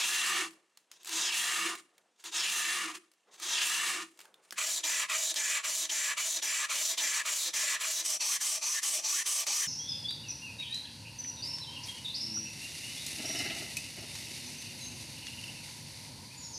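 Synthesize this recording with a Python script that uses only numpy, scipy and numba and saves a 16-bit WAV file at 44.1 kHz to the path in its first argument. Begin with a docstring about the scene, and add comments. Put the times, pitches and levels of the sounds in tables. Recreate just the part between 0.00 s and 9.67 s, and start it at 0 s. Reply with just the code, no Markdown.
"""Sanding a pruner blade

A plastic sanding block rasps on the steel blade of a pruner clamped in a vice, close up in a small workshop.
Four long pushes come first (one already under way), then quick to-and-fro strokes on the edge and on the neck.
Ticks and hiss of grit drive resonances of blade, block and paper, chosen by where the pad touches.
The hollow block hums on the long pushes; filtered noise makes dry knocks, rustling cloth and still air.
Scattered echoes add the room."""
import sys
import numpy as np
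from scipy import signal
from scipy.fft import rfft, irfft, next_fast_len
from scipy.io import wavfile
from scipy.ndimage import uniform_filter1d, map_coordinates
from numba import njit

SR = 44100
rng = np.random.default_rng(int(sys.argv[2]) if len(sys.argv) > 2 else 0)


def to_wav(s):
    """Save 16-bit WAV."""
    ch = np.atleast_2d(s).T  # columns
    pcm = np.round(np.clip(ch, -1, 1) * 32767)  # PCM
    wavfile.write(sys.argv[1], SR, pcm.astype(np.int16))


N = 426447
TIME = np.arange(N) / SR  # s

# "place" is the contact point in the stroke: 0 to 1 along a push, 1 to 2 back along a return.

# Long pushes; force level at the bite:
# block_sets_off_s, pad_bites_s, lifts_off_s, rise_s, easing_s, level_db, treble_db
PUSHES = [(-0.245, -0.2, 0.462, 0.1, 0.07, -30.8, -1), (1.075, 1.04, 1.745, 0.125, 0.09, -31.5, -0.5),
          (2.2, 2.309, 2.91, 0.046, 0.12, -31.8, -0.5), (3.37, 3.37, 4.03, 0.165, 0.16, -31, -1)]
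# Light brushes of the pad on the blade: start_s, length_s, peak_level_db
BRUSHES = [(0.91, 0.095, -59.5), (0.99, 0.07, -60), (1.773, 0.04, -52), (2.17, 0.12, -62),
           (2.238, 0.08, -42), (2.938, 0.052, -42.5), (3.305, 0.12, -57), (3.415, 0.045, -43),
           (4.16, 0.17, -65), (4.41, 0.13, -67)]
# Quick strokes, push and return in turn, each lasting until the next:
# start_s, braking_s, level_db, blade_ring_db, treble_db
EDGE_STROKES = [(4.558, 0.04, -33, 0, 0), (4.827, 0.042, -32.2, 0, 0), (5.076, 0.03, -32.2, 2, 0),
                (5.348, 0.045, -32.2, 1, 0), (5.622, 0.04, -33.3, -2, 0), (5.886, 0.03, -32.9, 0, 0),
                (6.152, 0.034, -33.2, 0, 0), (6.413, 0.028, -32.5, -1, 0), (6.678, 0.036, -32.4, -1, 0),
                (6.967, 0.03, -31.7, 0, 0), (7.234, 0.045, -33.4, -4, 0), (7.527, 0.036, -32.1, -1, 0),
                (7.785, 0.03, -33.4, -3, 0)]
NECK_STROKES = [(8.031, 0.043, -32, -1, 0), (8.188, 0.035, -32, -1, 0), (8.39, 0.045, -31.8, -1, 0),
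                (8.606, 0.025, -32.2, 0, 0), (8.811, 0.055, -31.7, -1, 0), (9.027, 0.042, -31.5, 0, 0),
                (9.243, 0.045, -32, -1, 0), (9.455, 0.037, -31.2, 0, 0)]
# Timing shared by all pushes (first row) and all returns (second row): rise_s, rest_before_next_s
EDGE_TIMING = [(0.026, 0.006), (0.013, 0)]
NECK_TIMING = [(0.022, 0), (0.021, 0)]
# Broad colour of the rubbing: frequency_hz, level_db
FLAT_COLOUR = [(30, -46.5), (100, -43), (185, -25.5), (480, -14), (780, -10.5), (1050, -7.5), (1400, -4.5),
               (2000, -2), (3200, -2.5), (4700, -2), (7500, 1), (10000, -4), (13000, -9.5), (15800, -17.5)]
EDGE_COLOUR = [(30, -48), (65, -41), (105, -45), (180, -25), (450, -13), (760, -14.5), (1050, -2),
               (1450, -5.5), (2000, -3), (3300, 1.5), (4800, 1), (7500, -0.5), (10000, -6), (13000, -12.5),
               (15800, -18)]
NECK_COLOUR = [(30, -55), (90, -48), (180, -30.5), (450, -17), (760, -13.5), (1100, -8.5), (1450, -13.5),
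               (2000, -3.5), (3300, -3), (4800, 0), (8000, 1), (10000, -3.5), (13000, -10.5), (15800, -20)]
# Keenness of the paper along the pad, for each way of holding it: place, treble_db
PAD_KEENNESS = [(0, -1), (.29, -9), (.4, 5.5), (.55, -2), (.7, -5), (.85, -18), (1, 1)]
EDGE_KEENNESS = [(0, 5), (.38, 6.5), (.62, 13.5), (.9, 7), (1.1, 5.5), (1.55, 4), (2, 5)]
NECK_KEENNESS = [(0, 1), (.8, 2.5), (1.05, -6), (1.5, 3), (2, 0)]
# Resonances of blade and block: pitch_hz, width_hz, lift_db, best_place, reach_in_place
FLAT_MODES = [(185, 30, 3, .75, .4), (990, 170, 7, 0.19, 0.35), (1155, 33, 13.5, 0.85, 0.25),
              (1225, 65, 14.5, 0.72, 0.42), (1790, 190, 11.5, 0.6, 0.36), (2260, 140, 6, 0.74, .25),
              (2735, 130, 12, 0.5, 0.38), (3370, 390, 3, 0.42, 0.3), (3950, 200, -1, 0.5, 0.25),
              (3720, 150, 7, 0.16, 0.11), (6230, 260, 3, 0.44, 0.16), (9250, 410, -2, 0.64, 0.43)]
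EDGE_MODES = [(338, 36, 14, 0.95, 0.3), (643, 32, 20, 0.45, 0.95), (865, 46, 14.5, 1.12, 0.18),
              (1290, 300, 14.5, 0.13, 0.097), (1170, 370, 13.5, 1.906, 0.16), (1740, 92, 12.5, 1.5, 0.7),
              (1947, 140, 12.5, 1.64, 0.63), (2320, 196, 11, 1.79, 0.69), (2910, 87, 3, 0.12, 0.37),
              (7400, 690, 1, 1.74, 0.22), (3220, 1100, 9, 1.04, 0.05), (3880, 460, 8, 0.78, 0.22),
              (5970, 500, 1, 1.1, 1.2), (7050, 700, 0, 0.8, 3)]
NECK_MODES = [(335, 55, 3.5, 1.2, 1.3), (632, 45, 18.5, 0.88, 0.36), (885, 80, 11, 1.12, 0.18),
              (1170, 106, 3.5, 0.46, 1.7), (1790, 200, 11.5, 1.86, 0.18), (2480, 140, 7, 1.12, 0.4),
              (3030, 160, 1.5, 0.5, 0.83), (4450, 560, 6, 1.16, 0.17), (5650, 200, 9, 1.05, 0.5),
              (5930, 500, 6.5, 1.4, 1.3), (8300, 2600, 0, 0.42, 0.2)]
# Pad resonances sliding with the length beyond the contact, one list for each: place, pitch_hz, lift_db
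FLAT_SLIDES = [
    [(0, 5900, -12), (.15, 5900, 2), (.21, 5850, 5.5), (.26, 5000, 6.5), (.3, 4400, 2), (.38, 4000, -14),
     (1, 4000, -30)],
    [(0, 3800, -12), (.19, 3700, 1), (.26, 3350, 8), (.3, 2850, 13), (.39, 2740, 9), (.5, 2600, -8),
     (.75, 1630, -20), (.88, 1100, 12), (1, 1000, -5)],
]
EDGE_SLIDES = [
    [(0, 2260, -20), (.15, 2400, 17), (.3, 940, -1), (.55, 634, -30), (.95, 520, 19), (1.1, 650, 9),
     (1.2, 900, -18), (1.5, 1130, 6), (1.7, 1700, -8), (1.9, 1760, 28), (2, 1800, 8)],
]
NECK_SLIDES = [
    [(0, 1800, 11), (.3, 1090, -8), (.75, 630, -1), (1, 620, 9), (1.2, 860, 12), (1.45, 1030, 14),
     (1.6, 1300, 9), (1.75, 1700, 4), (2, 1900, 12)],
]
# Spans of paper singing along with the grit: mid_stroke_pitch_hz, lift_db, glide_per_stroke (natural log of ratio)
FLAT_SPANS = [(3100, -9, -.2), (5750, -5, .45), (7500, -2, .3), (9300, -7, .2)]
EDGE_SPANS = [(3000, -8, .25), (4600, -7, .2), (5650, -4, -.15), (6400, -2, -.18), (7150, -2, -.15),
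              (8400, -7, -.17), (10800, -5, .15)]
NECK_SPANS = [(3300, -10, .15), (5900, -8, -.06), (6600, -6, -.12), (7900, -6, -.12), (9300, -7, -.12),
              (11800, -5, .12)]
# Hum of the hollow block against the rubbing force: place, level_db
BOOM_DRIVE = [(0, -23), (.09, -19), (.2, -32), (.55, -34), (.72, -26), (.83, -14.5), (.9, -17), (1, -25)]
# Knocks of the block on the blade and snaps of its paper: start_s, peak_db, body_hz, ring_db, decay_s
TAPS = [(0.508, -45, 2000, 0, .003), (0.773, -42, 4200, 0, .002), (0.915, -37, 6500, 0, .003),
        (1.032, -43, 7500, 3, .0026), (1.047, -35, 7500, 5, .0026), (1.057, -35, 7500, 5, .0026),
        (1.073, -30, 7360, 3, .0026), (1.093, -27.5, 5970, 3, .0026), (1.753, -32, 2500, 0, .003),
        (1.98, -48, 2210, 3, .0026), (2.24, -33, 3620, 3, .0026), (3.116, -53, 5000, -3, .0026),
        (3.137, -57, 4500, 0, .002), (3.341, -45, 1950, 3, .0026), (3.399, -35.5, 1250, 3, .003),
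        (4.175, -45, 7420, 3, .0026), (4.191, -38, 2340, 8, .003), (4.204, -38, 2840, 6, .0026),
        (4.213, -40, 2600, 6, .003), (4.247, -50, 900, 24, .002), (4.254, -44, 1550, 20, .002),
        (4.342, -43, 3530, 14, .0018), (4.508, -28, 5500, 8, .001), (4.524, -28, 1650, 9, .004),
        (5.342, -25, 7150, 8, .0026), (9.467, -24, 4600, 5, .0026)]
# Gloves and sleeves rustling as the block is carried back: start_s, length_s, peak_level_db
RUSTLES = [(0.45, 0.25, -73), (0.84, 0.26, -74), (1.78, 0.5, -75), (3.23, 0.24, -66), (4.1, 0.5, -68.5)]
# Colour of the cloth: frequency_hz, level_db
CLOTH = [(30, -45), (100, -36), (200, -14), (430, 1), (700, 0), (1400, -6), (3000, -16), (15800, -40)]
# Colour of the still workshop air: frequency_hz, level_db
AIR = [(30, -24), (100, -14), (200, 0), (420, 4), (700, 3), (2000, -3), (5000, -7), (8500, -6),
       (12000, -19), (15800, -37)]

EDGE_END_S, NECK_END_S = 8.044, 9.679


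def undb(db):
    """Decibels to gain."""
    return 10 ** (np.asarray(db) / 20)


def unit(x):
    """Scale to rms 1."""
    return x / np.sqrt(np.mean(x ** 2))


def follow(table, at):
    """Read each further column of a table, joined by straight lines along its first."""
    key, *columns = np.transpose(table)
    return [np.interp(at, key, column) for column in columns]


def colour(x, points):
    """Filter by a spectrum of (Hz, dB) points, joined on a logarithmic pitch scale."""
    length = x.shape[-1]
    size = next_fast_len(length)
    hz, db = np.transpose(points)
    bins = np.maximum(np.fft.rfftfreq(size, 1 / SR), 1)
    gain = undb(np.interp(np.log(bins), np.log(hz), db))
    return irfft(rfft(x, size) * gain, size)[..., :length]


@njit
def svf(x, g, k):
    """State-variable band-pass, gain 1 at the centre."""
    y, band, low = np.empty(len(x)), 0., 0.
    for i in range(len(x)):
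        v = (band + g[i] * (x[i] - low)) / (1 + g[i] * (g[i] + k[i]))
        band = 2 * v - band
        low = low + 2 * g[i] * v
        y[i] = k[i] * v
    return y


def ring(x, hz, width):
    """A resonance whose centre and width (Hz) may move."""
    ones = np.ones(len(x))
    return svf(x + 1e-18, np.tan(np.pi * hz / SR) * ones, width / hz * ones)


def walk(t, rate):
    """Random wander of spread near 1, heading for a new value rate times a second."""
    return unit(np.interp(t * rate, np.arange(N // 10), rng.standard_normal(N // 10)))


def long_pushes(force, place):
    """The whole length of the pad slides along the flat of the blade."""
    during = TIME < EDGE_STROKES[0][0]
    t, force, place = TIME[during], force[during], place[during]
    full_speed_db = -35  # force level at which the pad counts as running at full speed
    speed = np.minimum((force / undb(full_speed_db)) ** .45, 1)
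    treble_db = follow(PAD_KEENNESS, place)[0] + follow(PUSHES, t)[-1]
    sound = rub(t, speed, place, treble_db, 0, FLAT_COLOUR, FLAT_MODES, FLAT_SLIDES, FLAT_SPANS,
                slide_width=.18)
    return np.pad(sound * force, (0, N - len(t)))


def push_motion():
    """Force and place of the block: each push bites, sags, eases and lifts off, with light brushes between."""
    sag_db_per_s, ease_db = 2.5, 8.5  # the pressure sinks slowly, then eases before the lift
    lift_s, trail_s, trail_db = 0.019, 0.08, -17  # the pad leaves the steel; its loose paper trails on
    lift_place, overrun_s = 0.89, 0.08  # the block runs on a little before it is carried back
    handling_db = -81  # rustle of the block in the hand
    force, path = np.zeros(N), []
    for start, bite, lift, rise, ease, db, _ in PUSHES:
        grip = np.clip((TIME - bite) / rise, 0, 1) ** 1.5
        easing = np.clip((TIME - lift) / ease + 1, 0, 1) ** 1.4
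        lifted = np.maximum(TIME - lift, 0)
        contact = np.maximum(np.exp(-lifted / lift_s), undb(trail_db) * np.exp(-lifted / trail_s))
        pressure_db = db - sag_db_per_s * (TIME - bite) - ease_db * easing
        force += grip * contact * undb(pressure_db)
        path += [(start, 0), (lift, lift_place), (lift + overrun_s, 1)]
    for start, length, db in BRUSHES:
        force += undb(db) * np.interp((TIME - start) / length, [0, .3, 1], [0, 1, 0])
    return np.hypot(force, undb(handling_db)), follow(path, TIME)[0]


def quick_strokes(strokes, end_s, timing, keenness, broad, modes, slides, spans, first_place, creep_db):
    """The pad stays on the steel, bites, runs, and all but stops at each turn."""
    turns = [row[0] for row in strokes] + [end_s]
    during = (TIME >= turns[0]) & (TIME < end_s)
    t, out = TIME[during], np.zeros(N)
    speed, force, ring_db, treble_db = np.zeros((4, len(t)))
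    for k, (start, braking, db, ringing, treble) in enumerate(strokes):
        rise, rest = timing[k % 2]
        bite = np.clip((t - start) / rise, 0, 1)
        brake = np.clip((turns[k + 1] - rest - t) / braking, 0, 1)
        speed += bite * brake
        ring_db += ringing * bite * brake
        treble_db += treble * bite * brake
        force += undb(db) * bite ** 1.76 * brake ** 1.07
    # no two strokes take quite the same path
    travelled = np.interp(t, turns, [first_place, *range(1, len(turns))])
    place = (travelled + 0.038 * speed * walk(t, 6)) % 2
    treble_db += speed * follow(keenness, place)[0]
    sound = rub(t, speed, place, treble_db, ring_db, broad, modes, slides, spans, slide_width=0.059)
    out[during] = sound * np.hypot(force, undb(creep_db))
    return out


def rub(t, speed, place, treble_db, ring_db, broad, modes, slides, spans, slide_width):
    """Grit through the resonances that the contact point excites, held at an even loudness."""
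    scrape = colour(grit(t, speed, catches_per_s=3000, hiss=2.4), broad)
    # a faster pad cuts more sharply, and no two patches of paper are equally keen
    speed_db = np.maximum(14 * (speed - 1), -7)
    keen_db = treble_db + speed_db + .5 * walk(t, 35) + 0.28 * walk(t, 13)
    treble = colour(scrape, [(1500, -40), (4000, -16), (8000, -6), (12500, -2)])
    scrape = scrape + treble * (undb(keen_db) - 1)
    out = scrape.copy()
    for hz, width, db, best_place, reach in modes:
        away = (place - best_place + 1) % 2 - 1  # shortest way round the to-and-fro cycle
        grip_db = ring_db + 1.6 * walk(t, 14)  # the hand never damps it twice alike
        out += undb(db + grip_db) * np.exp(-(away / reach) ** 2) * ring(scrape, hz, width)
    # the pad's resonances come in fits
    for slide in slides:
        pad_hz, pad_db = follow(slide, place)
        pad_hz = pad_hz * (1 + 0.014 * walk(t, 45))
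        out += undb(pad_db + 2.2 * walk(t, 70)) * ring(scrape, pad_hz, slide_width * pad_hz)
    # spans of paper glide one way on the push and back on the return, fluttering as they go
    along = .5 - np.abs(place - 1)
    for hz, db, glide in spans:
        span_hz = hz * np.exp(glide * along + .035 * np.tanh(walk(t, 4)))
        flutter_db = 5 * np.tanh(walk(t, 28))
        out += undb(db + flutter_db) * ring(out, span_hz, .035 * hz)
    out = glances(out, t, place, echo_db=-16, count=4)
    # the rubbing is held at an even loudness, whichever resonances ring
    power = uniform_filter1d(uniform_filter1d(out ** 2, size=700), size=700)
    out /= np.sqrt(np.abs(power) + 1e-12)
    # the paper sticks and slips, most of all when slow
    return out * undb(1.85 * (1.5 - speed) * walk(t, 110))


def grit(t, speed, catches_per_s, hiss):
    """Grains catch and let go: ticks stand out when the pad creeps, an even hiss takes over when it runs."""
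    chance = catches_per_s / SR
    ticks = (rng.random(len(t)) < chance) * rng.standard_normal(len(t))
    return unit(ticks) + hiss * (speed + 0.45) * rng.standard_normal(len(t))


def glances(x, t, place, echo_db, count):
    """Echoes from hands, vice and bench, whose paths change as the block travels."""
    out, index = x.copy(), np.arange(len(t))
    travel = np.cos(np.pi * place) + 0.24 * walk(t, 5)
    for lag_s, swing in zip(np.linspace(.0022, .0068, count), rng.uniform(-1.1, 1, count)):
        lag = (lag_s * rng.uniform(.85, 1.4) + 0.000342 * swing * travel) * SR  # samples
        out += undb(echo_db) * map_coordinates(x, [index - lag], order=3)
    return out


def boom(force, place):
    """The hollow of the block hums, most with an end of the pad on the blade, and dies away after the lift."""
    drive = rng.standard_normal(N)
    sag = 1 - .25 * np.clip(place - .75, -.15, .1)  # two of the pitches sink late in the push
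    pair = ring(drive, 340, 23) + .7 * ring(drive, 365 * sag, 45)
    hum = unit(ring(pair, 325 * sag, 80))
    driven_db = 20 * np.log10(force) + follow(BOOM_DRIVE, place)[0]
    # it swells at once but fades by 150 dB a second at most
    fade_db = 150 * TIME
    return hum * undb(np.maximum.accumulate(driven_db + fade_db) - fade_db)


def taps():
    """Short dry knocks: a crack, a ring of the block and a faint rattle of its clamp."""
    out, t = np.zeros(N), TIME[:SR // 10]
    for s, db, hz, ring_db, decay in TAPS:
        rattle = 0.1 * np.exp(-t / 0.03) * undb(2 * walk(t, 290))
        crack = rng.standard_normal(len(t)) * (np.exp(-t / decay) + rattle)
        # the lower the ring, the softer the blow and the duller its crack
        knock = ring(ring(crack, np.sqrt(3600 * hz), 13000), 2500, 17500)
        knock = knock + undb(ring_db) * ring(knock, hz, .08 * hz)
        i = int(s * SR)
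        out[i:i + len(t)] += knock / np.abs(knock).max() * undb(db)
    return out


def rustles():
    """Soft, uneven swells of cloth: coloured noise under slow rises and falls."""
    swell = np.zeros(N)
    for start, length, db in RUSTLES:
        swell += undb(db) * np.interp((TIME - start) / length, [0, .4, 1], [0, 1, 0])
    cloth = unit(colour(rng.standard_normal(N), CLOTH))
    return cloth * swell * undb(2.2 * walk(TIME, 35))


def workshop(x, t60_s, wet_db, spread_db):
    """Bench and walls answer within a short tail, heard a little differently at left and right."""
    t = TIME[:SR // 2]

    def scatter(t60):
        """The sound scattered into a dying cloud of echoes."""
        tail = np.exp(-np.log(1000) * t / t60) * (t > .002) * rng.standard_normal(len(t))
        return signal.fftconvolve(x, tail / np.linalg.norm(tail))[:N]

    tail_colour = [(100, 38), (200, 25), (500, 1.5), (7000, -1.5), (11000, 8.5), (15000, -18)]
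    side_colour = [(40, -6), (130, -19), (330, -10.5), (650, -3.5), (2500, 2), (4000, -4), (6000, -2),
                   (9500, 0), (11500, -33), (15000, -29)]
    turn = walk(TIME, 4)  # the near echoes shift as the hands move
    near = np.cos(turn) * scatter(0.021) + np.sin(turn) * scatter(0.021)
    side = colour(undb(wet_db) * scatter(t60_s) + undb(spread_db) * near, side_colour)
    middle = x + undb(wet_db) * colour(scatter(t60_s), tail_colour)
    return middle + side * np.array([[1], [-1]])


def still_air():
    """The quiet room: steady noise in the colour of the workshop air, the same on both sides."""
    return unit(colour(rng.standard_normal(N), AIR)) * undb(-78.5)


def scene():
    """Three ways of sanding, one after the other, in a quiet room."""
    force, place = push_motion()
    flat = long_pushes(force, place)
    edge = quick_strokes(EDGE_STROKES, EDGE_END_S, EDGE_TIMING, EDGE_KEENNESS, EDGE_COLOUR, EDGE_MODES,
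                         EDGE_SLIDES, EDGE_SPANS, first_place=0, creep_db=-51)
    neck = quick_strokes(NECK_STROKES, NECK_END_S, NECK_TIMING, NECK_KEENNESS, NECK_COLOUR, NECK_MODES,
                         NECK_SLIDES, NECK_SPANS, first_place=.3, creep_db=-49.5)
    dry = flat + edge + neck + boom(force, place) + taps() + rustles()
    return workshop(dry, t60_s=0.29, wet_db=-17.5, spread_db=-13.5) + still_air()


def record(dry):
    """Little deep bass, and nothing above 15850 Hz."""
    thin = colour(dry, [(30, -7), (60, -7), (100, -9), (150, -1), (220, 0)])
    return signal.sosfilt(signal.ellip(10, .2, 70, 15850, fs=SR, output="sos"), thin)


dry = scene()
out = record(dry)
to_wav(out)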